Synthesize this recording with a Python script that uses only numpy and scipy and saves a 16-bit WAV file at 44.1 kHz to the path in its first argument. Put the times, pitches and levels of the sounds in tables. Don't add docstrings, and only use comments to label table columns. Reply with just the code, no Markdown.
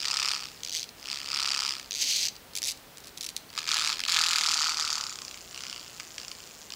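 import sys
import numpy as np
from scipy import signal
from scipy.io import wavfile

SR = 44100
rng = np.random.default_rng(int(sys.argv[2]) if len(sys.argv) > 2 else 0)


def log_audio(samples):
    frames = np.atleast_2d(samples).T
    limited = np.clip(frames, -1, 1)
    pcm = np.round(limited * 32767).astype(np.int16)
    wavfile.write(sys.argv[1], SR, pcm)


def voltage_ratio(decibels):
    exponent = np.asarray(decibels, float) / 20
    return 10 ** exponent


N = 297675
TURNED_S, GRIPPED_S = 4.45, 5.14


def read(points, x):
    at, value = np.transpose(points)
    return np.interp(x, at, value)


def moments(table, counts):
    return read(np.fliplr(table), counts)


def split(x, s):
    before = np.arange(N) < s * SR
    return x * before, x * ~before


def coloured(x, points):
    hz, db = np.transpose(points)
    bins = np.fft.rfftfreq(4096, 1 / SR)
    half = np.interp(np.log(bins + 1), np.log(hz + 1), db, -70, -70)
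    log_gain = np.r_[half, half[-2:0:-1]] * np.log(10) / 20
    taps = np.fft.ifft(np.exp(np.conj(signal.hilbert(log_gain)))).real[:2048]
    return signal.oaconvolve(x, taps / np.linalg.norm(taps))[:N]


def blows(s, db, contact_ms, swell, spread_db, chatter_db, alike=0, band=(2500, 7000)):
    length = 400
    noise = rng.standard_normal((len(s) + 1, 2 * length + 1))
    noise = alike * noise[0] + np.sqrt(1 - alike ** 2) * noise[1:]
    grain, chatter, spread = noise[:, :length], noise[:, length:-1], noise[:, -1]
    u = np.arange(length) * 1000 / SR / np.reshape(contact_ms, (-1, 1))
    force = grain * voltage_ratio(chatter_db * chatter) * (u + .05) ** swell * np.exp(-u)

    sos = signal.butter(2, band, "band", fs=SR, output="sos")
    share = 2 * (band[1] - band[0]) / SR
    in_band = np.linalg.norm(signal.sosfilt(sos, force), axis=1)
    gain = voltage_ratio(db + spread_db * spread) * np.sqrt(share) / in_band
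    force *= gain[:, None]

    out = np.zeros(N + length)
    first = np.clip(np.round(s * SR).astype(int), 0, N)
    np.add.at(out, first[:, None] + np.arange(length), force)
    return out[:N]


# t/s, turns made
RUN_TURNS = [
    [(-0.0045, -0.06), (0.1095, 3.94), (0.168, 5.94), (0.371, 12.94), (0.524, 17.94), (0.642, 21.94)],
    [(0.934, 0.02), (1.11, 6.02), (1.427, 17.02), (1.717, 27.02), (1.777, 29.02), (1.901, 33.02)],
    [(3.635, 5.92), (3.871, 14.92), (3.952, 17.92)],
    [(4.047, 1), (4.139, 5), (4.262, 10), (4.332, 13), (4.436, 17), (4.537, 21), (4.643, 25)],
    [(4.537, 21), (4.643, 25), (4.744, 29), (4.771, 30), (4.981, 38), (5.095, 42), (5.156, 44)],
    [(5.095, 42), (5.374, 51), (5.546, 56), (5.7285, 62), (6.032, 71), (6.181, 75), (6.316, 79),
     (6.492, 84), (6.726, 90)],
]
# start t/s, end t/s
RUN_SPANS = [(0, .62), (.97, 1.9), (3.67, 3.94), (4.075, 4.56), (4.56, 5.14), (5.14, 6.695)]
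# t/s, rattle level/dB, slam level/dB
EARLY_HOLD = [
    [(0, -13, -19), (.03, -10, -11), (.053, -13, -3.5), (.14, -11, -3), (.315, -9, -4), (.373, -17, -15),
     (.434, -16.5, -16), (.495, -27, -32), (.6, -34, -45)],
    [(.97, -32, -39), (1.05, -15, -23), (1.1, -8, -15), (1.225, -15.5, -22), (1.34, -7, -9), (1.37, -7, -5),
     (1.69, -7, -8), (1.78, -18, -27), (1.87, -30, -46)],
    [(3.66, -7, -6), (3.715, -3, 2), (3.8, -3.5, -3), (3.873, -4, -0.5), (3.95, -10, -5)],
]
# t/s, rattle level/dB, slam level/dB
LAST_HOLD = [
    [(4.07, -4, -7.5), (4.116, 0, -5), (4.19, -2, 1), (4.26, -4, -1.5), (4.33, -5, 0), (4.56, -2.5, -3)],
    [(4.56, -2, -8), (4.62, -1.4, -2), (4.7, -6.5, -4), (4.75, -16, -7.5), (4.78, -1.5, -2.5),
     (4.83, -9, -6), (4.95, -9, -4), (5.01, -17, -6), (5.14, -21, -15.5)],
    [(5.31, -27.5, -13.5), (5.47, -28, -31.5), (5.54, -17, -14), (5.72, -16, -12), (5.85, -22, -23.5),
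     (6.1, -29, -26), (6.3, -36, -12), (6.4, -17.5, -28), (6.6, -34, -35)],
]
KNOCK_PLACES = [(-.055, .165, .475, .65), (-.045, .175, .455, .655), (-.01, .205, .44, .705),
                (-.025, .185, .445, .705), (-.03, .22, .46, .715), (-.03, .22, .46, .715)]
# rebound, third, fourth level/dB
KNOCK_BALANCE = [(3, -2.5, 3.5), (2.5, -9, 1), (-6, -0.9, -1), (2, -2.5, -7.5), (-1.5, -1.2, -6),
                 (-6, -0.5, -18)]
SLAM_LENGTHS = (0.98, 0.97, 0.84, 0.59, 0.92, 0.92)
SLAM_SWELLS = (2.4, 2.85, 1.53, 2.44, 1.5, 0.77)
BODY_LEVELS = (-13, -12, -13.5, -13.5, -12, -19.5)
BODY_DRIVES = (4, -3.5, -7.5, 5)


def run_knocks(run):
    turns = RUN_TURNS[run]
    start, end = RUN_SPANS[run]
    whole = np.arange(np.ceil(turns[0][1]), turns[-1][1])
    jitter = .008 * rng.standard_normal((len(whole), 4))
    s = moments(turns, whole[:, None] + KNOCK_PLACES[run] + jitter)
    on = (s >= start) & (s < end)

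    at, rattle_db, slam_db = np.transpose((EARLY_HOLD + LAST_HOLD)[run])
    rattle_db = np.interp(s[:, :1], at, rattle_db)
    slam_db = np.interp(s[:, :1], at, slam_db)
    db = np.c_[slam_db + 1.5, rattle_db + KNOCK_BALANCE[run]]

    is_slam = np.arange(4) == 0
    contact_ms = np.where(is_slam, SLAM_LENGTHS[run], 0.69) + 0 * s
    swell = np.where(is_slam, SLAM_SWELLS[run], 0.56) + 0 * s
    lagged = s + .0006 * ~is_slam
    force = blows(lagged[on], db[on], contact_ms[on], swell[on][:, None],
                  spread_db=0.94, chatter_db=2.5, alike=0.26)

    body_db = BODY_LEVELS[run] + 0.69 * slam_db + 0.28 * rattle_db + BODY_DRIVES
    shake = blows(s[on] - .0008, body_db[on], .4, 1, spread_db=2, chatter_db=0, band=(900, 1600))
    return force, shake


# t/s, peak level/dB, hollow body level/dB
STRAY_KNOCKS = [(1.7962, -22.5, -15.5), (1.811, -40, -22), (3.502, -31, -26), (3.5291, -32, -13),
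                (3.5374, -32, -31), (3.5513, -27, -16), (3.5612, -29, -14), (3.568, -25, -14),
                (3.5767, -15, -7.5), (3.58, -23, -9), (3.5874, -13.5, -17), (3.5916, -18, -20),
                (3.679, -18, -12), (3.993, -16.5, -14), (4.003, -14, -23), (4.0143, -22, -28),
                (4.037, -13, -27), (4.0512, -15, -38), (4.062, -19, -9), (4.0833, -12.5, -29),
                (4.0857, -24, -29), (5.9984, -21.5, -15.5), (6.004, -26, -12), (6.1815, -19.5, -22),
                (6.199, -26, -24), (6.232, -28, -24), (6.7032, -23, -30), (6.721, -22.5, -22),
                (6.736, -23.5, -29)]
# start t/s, gap/s, count
BRAKED_KNOCKS = [
    (3.6045, .0123, 6),
    (3.945, .0122, 4),
]


def stray_knocks():
    braked = [(start + gap * k, -23, -15) for start, gap, count in BRAKED_KNOCKS for k in range(count)]
    s, peak_db, body_db = np.transpose(STRAY_KNOCKS + braked)
    force = blows(s, peak_db + 10.5, 0.79, 0.91, spread_db=0, chatter_db=0.5)
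    shake = blows(s, peak_db + body_db + 12, .5, 1, spread_db=0, chatter_db=0, band=(900, 1600))
    return force, shake


# f/Hz, level/dB
FAR_SPECTRUM = [(1000, -64), (1700, -12.5), (1980, -12), (2570, -5.5), (3920, -7), (4910, 2), (6030, -8.5),
                (9110, -17.5), (10100, -29), (14600, -34), (16000, -44)]
# f/Hz, level/dB
NEAR_SPECTRUM = [(1000, -40), (1700, -2.5), (1920, -8.5), (2450, -1.5), (2960, -2.5), (4910, 2),
                 (5810, -4.5), (7070, -5.5), (8380, -14.5), (12300, -24), (16000, -35)]
# f/Hz, level/dB
TURNED_SPECTRUM = [(1000, -63), (1700, -6), (3100, -1), (3990, 0), (4730, 9), (5700, 1.5), (7140, -1),
                   (9820, -19.5), (14800, -25.5), (16000, -43)]
# f/Hz, level/dB
GRIPPED_SPECTRUM = [(1000, -9.5), (1800, -11.5), (2900, -3), (3800, -9), (4900, 0.5), (6500, -9.5),
                    (7500, -10), (9000, -21), (16000, -49)]
# f/Hz, level/dB
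BODY_SPECTRUM = [(600, -16.5), (850, -1.5), (1100, 4.5), (1280, 11), (1450, 5.5), (1800, -11.5), (2600, -2)]


def weight():
    forces, shakes = zip(*[run_knocks(run) for run in range(len(RUN_SPANS))])
    stray_force, stray_shake = stray_knocks()
    near, later = split(sum(forces[2:]) + stray_force, TURNED_S)
    turned, gripped = split(later, GRIPPED_S)
    shell = voltage_ratio(1.0) * coloured(forces[0] + forces[1], FAR_SPECTRUM)
    shell += voltage_ratio(-0.2) * coloured(near, NEAR_SPECTRUM)
    shell += voltage_ratio(1.1) * coloured(turned, TURNED_SPECTRUM)
    shell += voltage_ratio(0.6) * coloured(gripped, GRIPPED_SPECTRUM)
    return shell + coloured(sum(shakes) + stray_shake, BODY_SPECTRUM)


TICK_LEVELS = (-36, -39, -22, -16.5, -23, -28.5)
# f/Hz, level/dB
GEAR_SPECTRUM = [(2500, -13), (4500, -10), (5500, -7.5), (7200, -1), (8200, -13), (10000, -19),
                 (14000, -42)]


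def gears():
    force = 0
    for turns, (start, end), db in zip(RUN_TURNS, RUN_SPANS, TICK_LEVELS):
        s = moments(turns, np.arange(turns[0][1], turns[-1][1], 1 / 6))
        s = s[(s > start) & (s < end)]
        s = s + .0004 * rng.standard_normal(len(s))
        throb_db = 2 * np.cos(2 * np.pi * (read(turns, s) - .3))
        force = force + blows(s, db + throb_db, .15, 1, spread_db=2, chatter_db=0, band=(5500, 8500))
    return coloured(force, GEAR_SPECTRUM)


# t/s, ratchet teeth passed
PULL_TEETH = [
    [(0.6339, 0.0), (0.6625, 2.0), (0.7176, 7.0), (0.7322, 9.0), (0.7608, 14.0), (0.787, 18.0),
     (0.8185, 22.0), (0.8403, 24.0)],
    [(1.9092, 0.0), (1.9492, 4.0), (1.9903, 10.0), (2.0351, 20.0), (2.0711, 28.0), (2.0972, 35.0),
     (2.1839, 56.0), (2.2409, 71.0), (2.2705, 76.0)],
    [(2.6189, 0.0), (2.6386, 2.0), (2.6593, 5.0), (2.6867, 11.0), (2.7025, 15.0), (2.7157, 17.0)],
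]
# t/s, click level/dB
PULL_FORCE = [
    [(.63, -5.5), (.71, -12.5), (.76, -5), (.79, -10), (.845, -9.5)],
    [(1.905, -8.5), (1.99, -10.5), (2.015, -3.5), (2.045, -8), (2.11, -3.5), (2.14, -8), (2.165, -2),
     (2.19, -8), (2.25, -4.5)],
    [(2.615, -7.5), (2.665, -7), (2.69, -7.5), (2.72, -9)],
]
# t/s, peak level/dB
SINGLE_CLICKS = [(0.6045, -35), (0.8904, -29), (2.2837, -15), (2.2914, -26), (2.3535, -34), (2.363, -31),
                 (2.5346, -32), (2.5526, -18), (2.5636, -18), (2.5726, -18), (2.5844, -19), (2.5904, -29),
                 (2.7194, -24), (2.7736, -35), (3.1737, -24), (3.1814, -28), (3.2086, -19), (3.2154, -25),
                 (3.2276, -25), (3.2334, -23), (3.243, -23), (3.2484, -23), (3.2635, -20), (3.2684, -27),
                 (3.2889, -20), (3.2964, -32), (3.3014, -29), (3.3648, -15), (3.3764, -30)]
# f/Hz, level/dB
PAWL_AWAY_SPECTRUM = [(1300, -34), (2300, -11), (3700, -6.5), (4650, -0.5), (5400, -6), (6300, -1.5),
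                      (7300, -13), (8150, -12.5), (9200, -23), (10400, -20.5), (11800, -27.5),
                      (13200, -21.5), (14600, -25), (16300, -40)]
# f/Hz, level/dB
PAWL_FACING_SPECTRUM = [(760, -46), (1300, -35), (1790, -21.5), (2330, -11.5), (3230, -11.5), (3710, -6),
                        (5320, -5.5), (7010, -8.5), (8300, -11.5), (9230, -19.5), (9730, -13),
                        (10400, -13.5), (11300, -20), (15000, -22), (16400, -39)]


def ratchet():
    s, peak_db = np.transpose(SINGLE_CLICKS)
    force = blows(s, peak_db + 11.5, 1.6, 0.38, spread_db=0, chatter_db=6.5)
    creep_s = rng.uniform(2.97, 3.1, 10)
    force = force + blows(creep_s, -23.5, 1, .5, spread_db=3, chatter_db=2)
    for teeth, pull in zip(PULL_TEETH, PULL_FORCE):
        s = moments(teeth, np.arange(teeth[-1][1] + 1))
        s = s + .0002 * rng.standard_normal(len(s))
        force = force + blows(s, read(pull, s), 1.35, .2, spread_db=2.2, chatter_db=3, alike=.35)
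    away, facing = split(force, 2.45)
    return coloured(away, PAWL_AWAY_SPECTRUM) + coloured(facing, PAWL_FACING_SPECTRUM)


# t/s, f/Hz, level/dB, t60/s
SPRING_RING = (3.4905, 4400, -43, .03)


def ping():
    s, hz, db, t60 = SPRING_RING
    t = np.maximum(np.arange(N) / SR - s, 0)
    onset = np.minimum(t / 0.0014, 1)
    return voltage_ratio(db - 60 * t / t60) * onset * np.sin(2 * np.pi * hz * t)


# f/Hz, t60/s
ROOM_DECAY = [(500, .4), (4000, .3), (12000, .12)]


def room(x):
    taps = np.zeros(SR // 2)
    at = np.arange(260, len(taps) - 20, 20)
    taps[at + rng.integers(0, 20, len(at))] = rng.choice([-1., 1.], len(at))
    hz, t, z = signal.stft(taps, SR, nperseg=128)
    decay = voltage_ratio(-60 * t / read(ROOM_DECAY, hz)[:, None])
    tail = signal.istft(z * decay, SR, nperseg=128)[1]
    return signal.fftconvolve(x, tail / np.linalg.norm(tail))[:N]


# f/Hz, level/dB
HISS_SPECTRUM = [(20, -7), (36, 2), (60, -0.5), (250, -1), (500, -2.5), (1000, -5.5), (2000, -7.5),
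                 (5000, -10), (6500, -13.5), (8500, -15), (12500, -18.5), (14800, -12), (15700, -13),
                 (16000, -50)]
# f/Hz, level/dB
WHINE_LINES = [(15120, -78), (15150, -73)]


def hiss():
    t = np.arange(N) / SR
    out = voltage_ratio(-51.5) * coloured(rng.standard_normal(N), HISS_SPECTRUM)
    for hz, db in WHINE_LINES:
        out += voltage_ratio(db + 3) * np.sin(2 * np.pi * (hz * t + rng.random()))
    return out


def scene():
    buzz = weight() + gears()
    pawl = ratchet() + ping()
    loose, gripped = split(buzz, GRIPPED_S)
    tail = room(voltage_ratio(-14.5) * loose + voltage_ratio(-12.5) * gripped + voltage_ratio(-16.5) * pawl)
    return (buzz + pawl + tail + hiss())[None]


def top_cut(x):
    return signal.sosfilt(signal.butter(12, 16510, fs=SR, output="sos"), x)


def record(dry):
    return top_cut(dry)


dry = scene()
out = record(dry)
log_audio(out)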